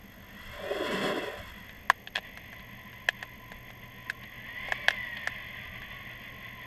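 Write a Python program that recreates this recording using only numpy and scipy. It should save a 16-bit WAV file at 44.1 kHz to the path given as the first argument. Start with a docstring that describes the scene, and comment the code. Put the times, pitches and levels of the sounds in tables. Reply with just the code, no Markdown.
"""Under water beside a dock, heard through a camera housing: two motorboats pass, one close, one farther.
Each boat's distance sets its propeller wash, cavitation fizz and roar; its drive whine climbs and sinks.
The water rumbles and hisses, and a distant engine hums and throbs. The camera's electronics add a faint
pulsed whistle. Shrimp snap nearby: each collapsing bubble cracks, rings the housing and echoes."""
import sys
import numpy as np
from scipy import signal
from scipy.fft import rfft, irfft, next_fast_len
from scipy.io import wavfile
from scipy.ndimage import map_coordinates

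SR = 44100
rng = np.random.default_rng(int(sys.argv[2]) if len(sys.argv) > 2 else 0)


def master(y):
    """Save y as 16-bit WAV."""
    cut = np.clip(np.atleast_2d(y).T, -1, 1)
    pcm = np.round(cut * 32767)  # scale
    wavfile.write(sys.argv[1], SR, pcm.astype(np.int16))


N = 293706


def amp(db):
    """Decibels to gain."""
    return 10 ** (np.asarray(db) / 20)


def along(points, hz):
    """Interpolate (freq_hz, value) points on a log axis."""
    freqs, values = np.transpose(points)
    return np.interp(np.log(hz + 1), np.log(freqs + 1), values)


def clock():
    """Sample times in seconds."""
    return np.arange(N) / SR


def curve(points):
    """Interpolate (time_s, value) points at every sample."""
    return np.interp(clock(), *np.transpose(points))


def wobble(rate_hz):
    """Smooth random curve, rate_hz knots a second."""
    knots = rng.standard_normal(int(N * rate_hz / SR) + 4)
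    return map_coordinates(knots, [clock() * rate_hz])


def filtered(x, response):
    """Apply a gain given as a function of frequency."""
    size = next_fast_len(len(x) + 8192)
    return irfft(rfft(x, size) * response(np.fft.rfftfreq(size, 1 / SR)), size)[:len(x)]


def rush(spectrum):
    """Coloured noise, rms 1."""
    noise = filtered(rng.standard_normal(N), lambda hz: amp(along(spectrum, hz)))
    return noise / np.sqrt(np.mean(noise ** 2) + 1e-20)


def fuzzy_tone(pitch_hz, width_hz, rough):
    """Tone on a pitch curve; rough is the power share scattered into a narrow noise band."""
    scattered = np.sqrt(rough) * (wobble(width_hz) + 1j * wobble(width_hz))
    envelope = np.sqrt(2 * (1 - rough)) + scattered
    return np.real(envelope * np.exp(2j * np.pi * np.cumsum(pitch_hz) / SR))


def distance(closest_s, approach_s, leave_s):
    """Range on a straight course, in closest distances; the boat covers one in approach_s or leave_s."""
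    since = clock() - closest_s
    return np.hypot(1, since / np.where(since < 0, approach_s, leave_s))


def range_gain(away, closest_db, loss_db):
    """Shallow water takes loss_db for each added closest distance."""
    return amp(closest_db - loss_db * (away - 1))


# boat roar spectrum: freq_hz, level_db
ROAR_SPECTRUM = [(120, -2.5), (200, 0), (330, -3.5), (410, 2), (510, -9), (600, 3), (680, -11.5),
                 (750, -5.5), (870, -27), (1200, -54.5)]


def roar(away, lowest_hz, reach, edge_db, edge_width):
    """Shallow water cuts the bass: the cutoff rises with range, and the roar dies beyond reach."""
    hz, frame_s, spectra = signal.stft(rush(ROAR_SPECTRUM), SR, nperseg=1024)
    cutoff_hz = np.interp(frame_s, clock(), lowest_hz * away)
    ratio = (hz[:, None] + 1) / cutoff_hz
    highpass = ratio ** 6 / (1 + ratio ** 6)
    edge = amp(edge_db * np.exp(-(np.log(ratio) / edge_width) ** 2))
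    swept = signal.istft(spectra * highpass * edge, SR, nperseg=1024)[1][:N]
    return amp(2.5 * wobble(49.78)) * swept / (1 + (away / reach) ** 14)


# drive whine partials: harmonic, level_db
WHINE_PARTIALS = [(2, -13), (3, 0), (4, 0), (5, -17), (6, -13)]
# housing response: freq_hz, gain_db
HOUSING_RESPONSE = [(600, -8), (860, -20), (1030, -2.5), (1150, -9), (1300, -25), (1600, -14), (1800, -3),
                    (1980, 0), (2300, -9), (2700, -4), (3400, -10), (3900, -26)]


def drive_whine(pitch_hz, odd_db, rough):
    """Partials glide through the housing's resonances; multipath in the water adds blur and flutter."""
    whine = np.zeros(N)
    for harmonic, level_db in WHINE_PARTIALS:
        hz = harmonic * pitch_hz
        flutter_db = 2.5 * rough * wobble(16)
        gain = amp(level_db + harmonic % 2 * odd_db + along(HOUSING_RESPONSE, hz) + flutter_db)
        whine += gain * fuzzy_tone(hz, width_hz=90, rough=rough)
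    return whine


# propeller wash spectrum: freq_hz, level_db
NEAR_WASH_SPECTRUM = [(470, -21), (800, -17), (873, -17), (992, 5), (1060, 3.5), (1150, -5), (1570, -1),
                      (1700, -0.5), (2010, 1), (2380, -23.5), (2670, -2), (3030, -13), (3340, 2.5),
                      (3820, -21.5), (4000, -43), (5200, -58), (8800, -120)]
# cavitation spectrum: freq_hz, level_db
NEAR_FIZZ_SPECTRUM = [(2240, -37), (3800, -10), (4250, 7.5), (4560, 0), (5280, 2.5), (5770, -6),
                      (6230, -9.5), (7650, -1.5), (8860, -10.5), (10700, -9.5), (11600, -13), (12600, -10),
                      (15500, -31)]
# brief swells of the roar: peak_s, boost_db
ROAR_SWELLS = [(.715, 3), (1.06, 6.5)]


def near_boat():
    """Churning wash, cavitation fizz, roar and whine swell as the close boat goes by."""
    away = distance(closest_s=1.02, approach_s=0.14, leave_s=0.112)
    churn_db = wobble(44.67)
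    wash = range_gain(away, closest_db=-35.5, loss_db=4.55) * amp(churn_db) * rush(NEAR_WASH_SPECTRUM)
    fizz = range_gain(away, closest_db=-51, loss_db=4.4) * amp(2.5 * churn_db) * rush(NEAR_FIZZ_SPECTRUM)
    swell_db = sum(db * np.exp(-((clock() - peak_s) / 0.058) ** 2) for peak_s, db in ROAR_SWELLS)
    low_roar = roar(away, lowest_hz=163, reach=3.48, edge_db=6, edge_width=0.33)
    low_roar *= range_gain(away, closest_db=-33, loss_db=2.15) * amp(swell_db)
    cruise_hz, rise_hz, top_s, width_s = 338, 437, 0.99, 0.56
    pitch_hz = cruise_hz + rise_hz * np.exp(-np.abs((clock() - top_s) / width_s) ** 1.35)
    whine = range_gain(away, closest_db=-44.5, loss_db=2.9) * drive_whine(pitch_hz, odd_db=0, rough=0.38)
    return wash + fizz + low_roar + whine


# surges in the rumble: start_s, level_db
WATER_SURGES = [(.41, -46), (1.36, -45.5), (3.54, -53), (4.638, -50), (5.64, -48.5)]
# water rumble spectrum: freq_hz, level_db
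RUMBLE_SPECTRUM = [(8.8, -24), (15, -0.5), (43, -1), (86, -2.5), (92, -2), (110, -4.5), (140, -16),
                   (240, -120)]
# water hiss spectrum: freq_hz, level_db
HISS_SPECTRUM = [(60, -19), (150, 2), (260, 1.5), (350, -6), (480, -3.5), (700, -2.5), (900, -13.5),
                 (3500, -28.5), (5000, -23), (9500, -35), (12800, -26), (13400, -24), (13800, -63)]


def water():
    """The sea's low rumble surges under a steady hiss."""
    floor_db, hiss_db, attack_s, decay_s = -56.5, -56.5, 0.01, 0.2
    rumble_gain = amp(floor_db)
    for start_s, level_db in WATER_SURGES:
        since = np.maximum(clock() - start_s, 0)
        surge = amp(level_db) * (1 - np.exp(-since / attack_s)) * np.exp(-since / decay_s)
        rumble_gain = np.hypot(rumble_gain, surge)
    return rumble_gain * rush(RUMBLE_SPECTRUM) + amp(hiss_db) * rush(HISS_SPECTRUM)


def engine_swell(middle_s=2.54, width_s=0.32):
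    """The distant engine comes into hearing and stays: 0 to 1."""
    return 0.5 + 0.5 * np.tanh((clock() - middle_s) / width_s)


def distant_engine():
    """A hum that swells once and a throb that runs throughout."""
    faint_db, full_db, throb_db, beat_hz = -64, -56, -62, 6.6
    hum_db = faint_db + (full_db - faint_db) * engine_swell()
    hum = amp(hum_db) * fuzzy_tone(np.full(N, 120.5), width_hz=18, rough=0.2)
    beat = np.sin(2 * np.pi * beat_hz * clock() + 1.1 * wobble(3))
    throb = amp(throb_db + 7.5 * beat) * fuzzy_tone(np.full(N, 198.0), width_hz=60, rough=0.7)
    return hum + throb


def electronics():
    """The camera's faint, slightly drifting whistle switches on and off."""
    pitch_hz, burst_hz, offset_s, burst_s, ramp_s = 6432, 47.89, 2.6022, 0.0102, 0.0022
    since = (clock() - offset_s) % (1 / burst_hz)
    gate = np.clip(np.minimum(since, burst_s - since) / ramp_s, 0, 1)
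    phase = 2 * np.pi * pitch_hz * clock() + 6.3 * wobble(11)
    return gate * (amp(-64.5) * np.sin(phase) + amp(-57.5) * np.sin(2 * phase))


# housing modes: freq_hz, level_db, t60_s
HOUSING_MODES = [(717, -6.5, 0.0086), (1046, -12.5, 0.015), (1715, 2, 0.0095), (1970, -2.5, 0.0073),
                 (2597, -11.5, 0.0085), (3250, -12.5, 0.0078), (4280, -22.5, 0.0061), (5240, -12, 0.0045),
                 (6550, -15, 0.0026)]
# bubble collapse spectrum: freq_hz, level_db
COLLAPSE_SPECTRUM = [(2000, -0.5), (4000, 13), (7000, 7.5), (8800, -3), (11500, 1), (13000, -6),
                     (15000, -22)]
# scattered echo spectrum: freq_hz, level_db
ECHO_SPECTRUM = [(200, -46), (450, -7.5), (700, -5.5), (1100, -10), (1300, -4), (1700, 4), (2300, -7),
                 (3400, -10.5), (4300, -19), (7500, -24.5), (13000, -37.5), (16000, -48)]


def snap(level_db, knock_db, body_db, crack_db, echo_t60_s=0.045):
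    """A bubble collapses and rings the housing; pilings and seabed scatter a short echo."""
    t = np.arange(SR // 5) / SR
    colour = [(800, knock_db), (1000, body_db), (1500, 0), (2000, 0),
              (2700, crack_db), (4200, crack_db), (6000, 0.5)]  # freq_hz, gain_db
    ring = np.zeros(len(t))
    for k, (hz, mode_db, t60_s) in enumerate(HOUSING_MODES):
        decay = amp(mode_db + along(colour, hz) - 60 * t / t60_s)
        ring += (-1) ** k * decay * np.sin(2 * np.pi * hz * t)
    ring *= 1 - np.exp(-(t / 0.0025) ** 2)
    ring /= np.abs(ring).max()
    burst = amp(-24) * np.exp(-((t - 0.0012) / 0.00049) ** 2) * rng.standard_normal(len(t))
    collapse = filtered(burst, lambda hz: amp(along(COLLAPSE_SPECTRUM, hz)))
    noise = rng.standard_normal(len(t))
    echo = filtered(noise, lambda hz: amp(along(ECHO_SPECTRUM, hz) + along(colour, hz)))
    echo *= amp(-60 * t / echo_t60_s) * (1 - np.exp(-t / 0.00031))
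    echo_db = -11 - 0.3179 * level_db  # weaker snaps are farther off, so more is echo
    echo *= amp(echo_db) * np.linalg.norm(ring) / np.linalg.norm(echo)
    return amp(level_db) * (ring + collapse + echo)


# shrimp snaps: start_s, level_db, knock_db, body_db, crack_db
SHRIMP_SNAPS = [(1.693, -35, 0, -12, 10), (1.899, -1.5, 3, 9.5, 2.5), (2.073, -26, 2, -14, 16),
                (2.153, -26, 3, 0, 12), (2.157, -12, 0, -5, 18.5), (2.167, -20, -3, -18, 11),
                (2.177, -21, 7, 4, 12), (2.185, -26, 12, 1, 12), (2.373, -26.5, -2.5, -12, -1),
                (2.529, -34.5, 3, -1, -8), (2.594, -40.5, -10, -4, 11), (2.929, -38.5, 0, -2, 6),
                (3.087, -7, 0, -13, 7.5), (3.227, -21.5, 1.5, -6, 3.5), (3.518, -31.5, 3.5, -1, -1),
                (3.703, -35.5, 5, -9, 5), (4.098, -14, -18, -15, -0.5), (4.235, -36, 0, 4, 14),
                (4.685, -30, 14, 2, 0), (4.721, -12.5, 5, -2, 3.5), (4.883, -3.5, 1.5, -10, 6.5),
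                (4.906, -17.5, 2, -9, 6), (5.17, -26.5, 2, 2, 19), (5.273, -13.5, -5.5, -9, 0),
                (5.818, -36, 0, -4, 4)]


def shrimp():
    """Scattered snaps, each with its own strength and colour."""
    track = np.zeros(N + SR)
    for start_s, *levels_db in SHRIMP_SNAPS:
        sound = snap(*levels_db)
        track[round(start_s * SR):][:len(sound)] += sound
    return track[:N]


# whine fundamental: time_s, pitch_hz
FAR_WHINE_PITCH = [(4.05, 339), (4.25, 362), (4.45, 446), (4.78, 577), (4.82, 577), (4.98, 500),
                   (5.45, 417), (5.9, 369), (6.66, 340)]


def far_whine(distant_db):
    """Near the pass the whine stands clear of the wash: louder, purer, weaker in its odd partials."""
    clear_s, width_s, blurred_rough, clear_rough = 4.87, 0.4, 0.75, 0.12
    progress = (clock() - clear_s) / width_s
    clear = np.exp(-progress ** 4)
    leaving = np.clip(progress, 0, 1)
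    rough = blurred_rough + (clear_rough - blurred_rough) * clear
    gain = np.hypot(amp(distant_db - 3) * engine_swell(), amp(-38.5) * clear)
    return gain * drive_whine(curve(FAR_WHINE_PITCH), odd_db=-11 * clear - 2.5 * leaving, rough=rough)


# long-range wash, with a brief dip: time_s, level_db
DISTANT_WASH_LEVEL = [(0, -57.5), (1.85, -52.5), (1.95, -54.5), (2.1, -58), (2.25, -49), (3.4, -51.5),
                      (4.3, -51), (6, -46.5), (6.66, -47.5)]
# propeller wash spectrum: freq_hz, level_db
FAR_WASH_SPECTRUM = [(260, -13.5), (450, -44), (587, -10.5), (918, -19.5), (988, -11.5), (1030, -3.5),
                     (1310, -26.5), (2000, 4.5), (2270, -7.5), (2580, -7), (2960, -11.5), (3390, -7.5),
                     (3580, -14), (3790, -66), (4000, -24), (5200, -45), (8800, -120)]
# cavitation spectrum: freq_hz, level_db
FAR_FIZZ_SPECTRUM = [(3000, -22), (3800, 1), (4400, 8.5), (5300, 5.5), (6000, -11), (8000, -6),
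                     (10000, -19), (13000, -7), (15000, -42)]


def far_boat():
    """The farther boat rises out of the distant wash; its fizz and thin roar peak while it is nearest."""
    away = distance(closest_s=4.69, approach_s=0.078, leave_s=0.37)
    distant_db = curve(DISTANT_WASH_LEVEL)
    wash_gain = np.hypot(range_gain(away, closest_db=-42, loss_db=2.95), amp(distant_db))
    fizz_gain = np.hypot(range_gain(away, closest_db=-64.5, loss_db=7.8), amp(distant_db - 25))
    thin_roar = roar(away, lowest_hz=400, reach=3, edge_db=-0.5, edge_width=0.4)
    thin_roar *= range_gain(away, closest_db=-53, loss_db=5)
    churn = amp(1.46 * wobble(25))
    propeller = wash_gain * rush(FAR_WASH_SPECTRUM) + fizz_gain * rush(FAR_FIZZ_SPECTRUM)
    return churn * propeller + thin_roar + far_whine(distant_db)


def scene():
    """All sources at one microphone."""
    return (near_boat() + water() + distant_engine() + electronics() + shrimp() + far_boat())[None]


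def record(dry):
    """The camera keeps nothing above its band limit."""
    top_hz = 15600
    return np.array([filtered(channel, lambda hz: hz < top_hz) for channel in dry])


dry = scene()
out = record(dry)
master(out)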